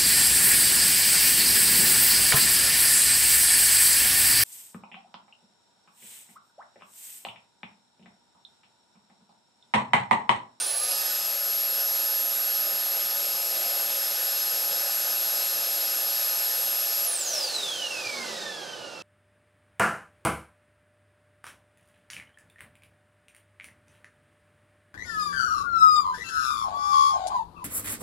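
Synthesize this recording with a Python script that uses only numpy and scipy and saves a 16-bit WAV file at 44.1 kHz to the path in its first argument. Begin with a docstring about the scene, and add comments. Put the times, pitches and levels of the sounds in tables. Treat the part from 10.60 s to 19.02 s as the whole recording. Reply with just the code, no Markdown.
"""Hand dryer on a workbench

A high-speed motor, already turning fast, runs up to full speed, holds it, is switched off and coasts down.
Its nine-blade fan whines as tones locked to the shaft; mains ripple shakes the whine while the power is on.
Shaped noise makes the rushing air, and a decaying low sine makes a late bump on the bench.
Reflections in the workshop make the whine flutter whenever its pitch glides."""
import sys
import numpy as np
from scipy import signal
from scipy.fft import rfft, irfft
from scipy.io import wavfile
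from scipy.ndimage import uniform_filter1d

SR = 44100
rng = np.random.default_rng(int(sys.argv[2]) if len(sys.argv) > 2 else 0)


def file_out(sig):
    """Save sig as 16-bit WAV at sys.argv[1]."""
    # one column per channel
    cols = np.atleast_2d(sig).T
    # limit, then scale
    lim = np.clip(cols, -1, 1)
    pcm = np.round(lim * 32767).astype(np.int16)
    wavfile.write(sys.argv[1], SR, pcm)


N = 371423
TIME = np.arange(N) / SR  # seconds

BLADE_COUNT = 9
FULL_HZ = 1282.55  # full speed, shaft turns per second
OFF_S = 6.465  # moment of switching off

# strength and brightness of the rushing air as heard, which the drive tones follow:
# (time [s], level [dB], brightness of the air [dB per octave])
AIR_LEVEL = [(0, 2.5, -0.65), (0.18, -0.4, -0.5), (0.32, 2.5, -0.7), (0.8, 0, -0.8), (2.3, 0.97, -1.2),
             (3.4, 2.02, -1.1), (5.85, 2, -0.84), (6.45, 1, -0.55), (6.8, 2.5, 0.5), (7.25, 1.2, -0.6),
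             (7.65, 2.6, -1)]


def gain_of(db):
    """Decibels to amplitude."""
    return 10 ** (np.asarray(db) / 20)


def curve(rows, column, t=TIME):
    """One column of a time table, joined by straight lines."""
    rows = np.array(rows)
    return np.interp(t, rows[:, 0], rows[:, column])


def read(rows, hz):
    """All value columns of a spectrum table, joined by straight lines on a log-frequency axis."""
    table_hz, *columns = np.transpose(rows)
    return [np.interp(np.log(hz + 1), np.log(table_hz + 1), column) for column in columns]


def wander(rate_hz):
    """Random drift of size about 1: chance values at the given rate, joined by straight lines."""
    knots = rng.standard_normal(4000)
    return np.interp(TIME * rate_hz, np.arange(len(knots)), knots)


def lift_db(x, centre, width, db):
    """A bell-shaped lift: a resonance over frequency, or a swell over time."""
    return db / (1 + (2 * (x - centre) / width) ** 2)


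def shaft_speed(t):
    """Turns per second: pushed up to full speed, held there, then braked by air drag and friction."""
    # a steady push until the knee, where the shaft is lag_hz short of full speed; then it settles
    push_hz_per_s, knee_s, lag_hz, settle_s = 1120, .15, 113, .122
    # air drag takes a share of the speed per turn; bearing friction takes a fixed amount per second
    drag_per_turn, friction_hz_per_s = .002946, 9.15
    settling = lag_hz * np.exp(-np.maximum(t - knee_s, 0) / settle_s)
    lag = settling + push_hz_per_s * np.maximum(knee_s - t, 0)
    even_hz = np.sqrt(friction_hz_per_s / drag_per_turn)  # the speed at which both brake equally
    coasting_s = np.maximum(t - OFF_S, 0)
    braked = np.arctan(even_hz / FULL_HZ) + even_hz * drag_per_turn * coasting_s
    return even_hz / np.tan(braked) - lag


def duct_db(hz):
    """Lift in dB that resonances of the housing, duct and motor frame give to each frequency."""
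    # resonances of the housing and duct: (centre [Hz], width [Hz], lift [dB])
    duct_modes = [(398.7, 26, 9), (537, 73, 12), (858, 61, 5.5), (1214, 45, 7.5), (1500, 134, 8),
                  (1749, 100, 10), (2663, 180, 5.5), (4190, 64, 6), (6224, 174, 6), (7420, 300, 2.5),
                  (8917, 310, 2.5)]
    # the resonance in which the motor frame sings: (centre [Hz], width [Hz], lift [dB])
    frame_mode = (5050, 250, 3)
    return sum(lift_db(hz, *mode) for mode in [*duct_modes, frame_mode])


def workshop(wet_db, apart, near_db, t60, near_s=0.0092):
    """Direct sound, quick reflections off the bench and a short tail, much alike at both microphones."""
    t = np.arange(SR // 3) / SR
    shared, left, right, near = rng.standard_normal((4, len(t))) * (t > .001)
    tail = (shared + apart * np.array([left, right])) * gain_of(-60 * t / t60)
    near = near * np.exp(-t / near_s)
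    direct = (t == 0)
    response = direct + gain_of(wet_db) * tail / np.linalg.norm(tail[0])
    response = response + gain_of(near_db) * near / np.linalg.norm(near)
    return response / np.linalg.norm(response[0])


def in_room(turns, hz, room, even_s=0.12):
    """A unit tone beats against its own echoes as it glides, less so where it beams; its slow level stays even."""
    # above beam_hz the whine beams straight at the microphones
    beam_hz, gain_per_octave, left_lead_rad = 9200, 3.1, 0.95
    direct = np.exp(2j * np.pi * turns).astype(np.complex64)
    tone = signal.oaconvolve(direct[None], room.astype(np.float32), axes=1)[:, :N]
    beam = gain_per_octave * np.maximum(np.log2(hz / beam_hz), 0)
    tone = tone + beam * direct * np.exp(1j * np.array([[left_lead_rad], [0]]))
    power = uniform_filter1d(abs(tone) ** 2, int(even_s * SR) + 1, axis=1)
    return np.sqrt(2) * tone / np.sqrt(abs(power) + 1e-6)


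def blade_tones(hz, powered):
    """(Shaft multiple, gain) of each blade tone as it slides through the outlet's response."""
    # the blade tone and its next three harmonics, before the outlet:
    # (level at full speed [dB], loss per octave of slowing [dB])
    harmonics = [(-29.5, 1), (-47.5, -0.4), (-60.5, 1), (-64, 0)]
    # how well the outlet passes a blade tone: (frequency [Hz], level [dB])
    outlet = [(1400, -22), (1720, -18), (1880, -21), (2130, -7), (3000, -2), (4200, -2.5), (4850, 2),
              (6500, -1.5), (10200, 0.5), (11500, 0), (13500, -2)]
    # slow drift under power: (time [s], level [dB], left minus right [dB])
    slow_drift = [(.5, 0, -3), (.62, -.5, 6.5), (1.05, 2.5, 0.5), (1.8, 2.5, -3), (2.7, 0.5, 1.5),
                  (5.0, 1, 1.3), (6.4, 1.7, 0.5)]
    # swell as the shaft passes one low speed: (turns per second [Hz], width [Hz], lift [dB])
    low_speed_swell = (196, 17, 7.2)
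    flutter_db, flutter_hz = 3, 80  # depth once an octave slower, changes per second
    waver_db, waver_hz = 0.56, 14  # slight waver in the air stream: depth, changes per second
    duct_share = 0.23  # how much of the duct's resonances the blade tones take on

    slowing = np.log2(FULL_HZ / hz)  # octaves
    # the whine flutters roughly as it glides down, as if among echoes
    flutter = flutter_db * (1 - powered) * np.minimum(slowing, 1) * wander(flutter_hz)
    half_sides = np.array([[.5], [-.5]])
    drift = powered * (curve(slow_drift, 1) + half_sides * curve(slow_drift, 2))
    shared_db = flutter + drift + waver_db * wander(waver_hz) + lift_db(hz, *low_speed_swell)
    tones = []
    for harmonic, (db, loss_db) in enumerate(harmonics, 1):
        order = harmonic * BLADE_COUNT
        tone_hz = order * hz
        path_db = read(outlet, tone_hz)[0] + duct_share * duct_db(tone_hz)
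        tones.append((order, gain_of(db - loss_db * slowing + path_db + shared_db)))
    return tones


def motor(room, jitter=.00007, glide_smear=0.00204, stray=.00008, bearing_db=-62, hum_db=-70,
          waver_db=2.5, waver_hz=45):
    """Tones locked to the shaft: blade whine, unbalance, a bearing and the magnetic pull of the drive."""
    # how loudly the housing answers the rotor's unbalance: (turns per second [Hz], level [dB])
    unbalance = [(150, -80), (200, -58), (238, -51), (270, -74), (350, -67), (430, -47), (480, -60),
                 (520, -40), (565, -37.5), (650, -45), (760, -64), (1000, -64), (1240, -45.5),
                 (1282, -53.5)]
    # the resonance that lifts the bearing tone: (centre [Hz], width [Hz], lift [dB])
    bearing_ring = (1063, 93, 16)
    # tones of the driven motor, before load and speed: (multiple of the shaft speed, level [dB])
    drive_tones = [(2, -55), (3, -54), (4, -42.5), (5, -55), (6, -52), (7, -48.5), (8, -54), (10, -60)]
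    # the motor pulls hardest near the end of the run-up: (time [s], width [s], lift [dB])
    hardest_pull = (0.38, .3, 3.4)
    bearing_order = 4.45  # multiple of the shaft speed
    # drive tones: level, rise in dB per octave of speed, share of the air's level changes
    drive_db, drive_rise_db, drive_follow = -2.5, 41, 1.2
    # mains ripple on the blade tone: phase swing, share of level, lag of the level
    ripple_hz, swing_rad, throb_share, throb_lag_rad = 119.9, .54, .31, .7

    hz = shaft_speed(TIME)
    powered = np.clip((OFF_S - TIME) / .01, 0, 1)
    # the whine is clean under power and smeared, as by echoes, while it glides down
    unsteady = (jitter + glide_smear * (1 - powered)) * wander(150) + stray * wander(1)
    turns = np.cumsum(hz * (1 + unsteady)) / SR
    ripple = 2 * np.pi * ripple_hz * TIME

    bearing_lift = lift_db(bearing_order * hz, *bearing_ring)
    bearing = gain_of(bearing_db + bearing_lift + waver_db * wander(waver_hz))
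    orders = [(1, gain_of(read(unbalance, hz)[0])), (bearing_order, bearing), *blade_tones(hz, powered)]

    # the drive tones waver with the load and end with the power
    load_db = drive_rise_db * np.log2(hz / FULL_HZ) + lift_db(TIME, *hardest_pull)
    load_db = load_db + drive_follow * curve(AIR_LEVEL, 1)
    effort = powered * gain_of(drive_db + load_db)
    for order, db in drive_tones:
        orders.append((order, effort * gain_of(db + waver_db * wander(waver_hz))))

    # each half cycle of the mains pushes the rotor ahead a little, and it sags back; high tones feel it most
    surge = swing_rad * powered * np.sin(ripple) / BLADE_COUNT
    throb = throb_share * powered * np.cos(ripple - throb_lag_rad) / BLADE_COUNT
    out = np.zeros((2, N))
    for order, gain in orders:
        # fade out before the top of the digital band
        audible = np.clip((SR / 2 - order * hz) / 2000 - 1, 0, 1)
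        level = gain * audible * (1 + order * throb)
        tone = in_room(order * turns, order * hz, room) * np.exp(1j * order * surge)
        out += level * tone.real
    hum = gain_of(hum_db) * np.sqrt(2) * powered * np.sin(ripple)
    return out + hum


def air(room, air_db=0, patchy_db=0.94, darkening=0.75):
    """Turbulence rings the duct; as the fan slows its hiss gives way to a low rush."""
    # turbulence before level changes and duct:
    # (frequency [Hz], at full speed [dB per Hz], turning slowly [dB per Hz])
    turbulence = [(35.0, -102, -104), (83, -106.5, -102.5), (153, -96.5, -87), (294, -92, -84.5),
                  (464, -87.5, -81.5), (694, -76.5, -78.5), (1050.0, -84, -81), (1970, -84, -87),
                  (3350, -78.5, -79), (5270, -74, -78.5), (6400, -77.5, -83.5), (12240, -74.5, -92.5),
                  (12500, -81.5, -100), (15700, -82.5, -104)]
    # left-right likeness before the room: (frequency [Hz], likeness [1 = the same])
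    likeness = [(40, .1), (130, 0.44), (300, 0.82), (700, 0.63), (1400, 0.3), (3000, 0.9), (7000, 1),
                (11000, 0.39), (15000, 0.71)]
    slow_hz = 190  # turns per second where the air has become a low rush
    # below stall_hz the stream dies away: loss of level and of brightness per octave of slowing
    stall_hz, stall_db, stall_tilt_db = 220, 13.5, 3.5

    t = np.arange(N // 256 + 5) * 256 / SR
    hz = np.fft.rfftfreq(1024, 1 / SR)[:, None]
    a, b, c, d, patches = rng.standard_normal((len(t), len(hz), 5)).T
    # patches of slightly uneven level over frequency and time
    patches = uniform_filter1d(patches, size=14, axis=0)
    patches = uniform_filter1d(patches, size=16, axis=1)

    speed = shaft_speed(t)
    slowed = np.clip(np.log(FULL_HZ / speed) / np.log(FULL_HZ / slow_hz), 0, 1) ** darkening
    fast, slow = read(turbulence, hz)
    db = fast + (slow - fast) * slowed + duct_db(hz) + patchy_db * patches / patches.std()
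    stalled = np.maximum(np.log2(stall_hz / speed), 0)
    tilt_db = curve(AIR_LEVEL, 2, t) - stall_tilt_db * stalled
    db += curve(AIR_LEVEL, 1, t) - stall_db * stalled + tilt_db * np.log2((hz + 100) / 2000)

    # the right side shares part of the left side's noise
    same = np.clip(read(likeness, hz)[0], -1, 1)
    left = a + 1j * b
    right = same * left + np.sqrt(1 - same ** 2) * (c + 1j * d)
    spectra = np.sqrt(2) * np.array([left, right]) * gain_of(db + air_db)
    rush = signal.istft(spectra, SR, nperseg=1024, noverlap=768, scaling="psd")[1]
    return signal.oaconvolve(rush[:, :N], room, axes=1)[:, :N]


def bench(rise_s=0.0073):
    """A soft, low bump of the bench top: a sine that rises quickly and dies away."""
    # bumps: (time [s], level [dB], frequency [Hz], time to fall by 60 dB [s])
    bumps = [(7.461, -43, 114, .12)]
    out = np.zeros(N)
    for start_s, db, hz, t60 in bumps:
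        t = np.maximum(TIME - start_s, 0)
        envelope = gain_of(db - 60 * t / t60) * (1 - np.exp(-t / rise_s))
        out += envelope * np.sin(2 * np.pi * hz * t)
    return out


def scene():
    """The whine arrives partly off the walls, the air mostly direct; the middle range leans to the right."""
    # stereo balance: (frequency [Hz], left minus right [dB])
    balance = [(60, -0.5), (110, 1.5), (200, -0.5), (380, -3.5), (700, -7), (1290, -6), (2380, -5),
               (4400, 0), (8120, -1.5), (15000, 0.5)]
    whine = motor(workshop(wet_db=-1, apart=.4, near_db=-10, t60=.27))
    rush = air(workshop(wet_db=-12, apart=.3, near_db=-26, t60=.27))
    lean_db = read(balance, np.fft.rfftfreq(N, 1 / SR))[0]
    sides = gain_of(np.array([lean_db, -lean_db]) / 2)
    sides /= np.sqrt((sides ** 2).mean(0))  # keep the power of both sides together
    return irfft(rfft(whine + rush + bench()) * sides, N)


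def record(dry, low_cut_hz=62, edge_hz=15750):
    """The microphone's low cut, then the recorder's band limit."""
    low_cut = signal.butter(N=2, Wn=low_cut_hz, btype="high", fs=SR, output="sos")
    thinned = signal.sosfilt(low_cut, dry)
    band_limit = signal.firwin(1023, edge_hz, window=("kaiser", 9), fs=SR)
    return signal.oaconvolve(thinned, band_limit[None], "same")


dry = scene()
out = record(dry)
file_out(out)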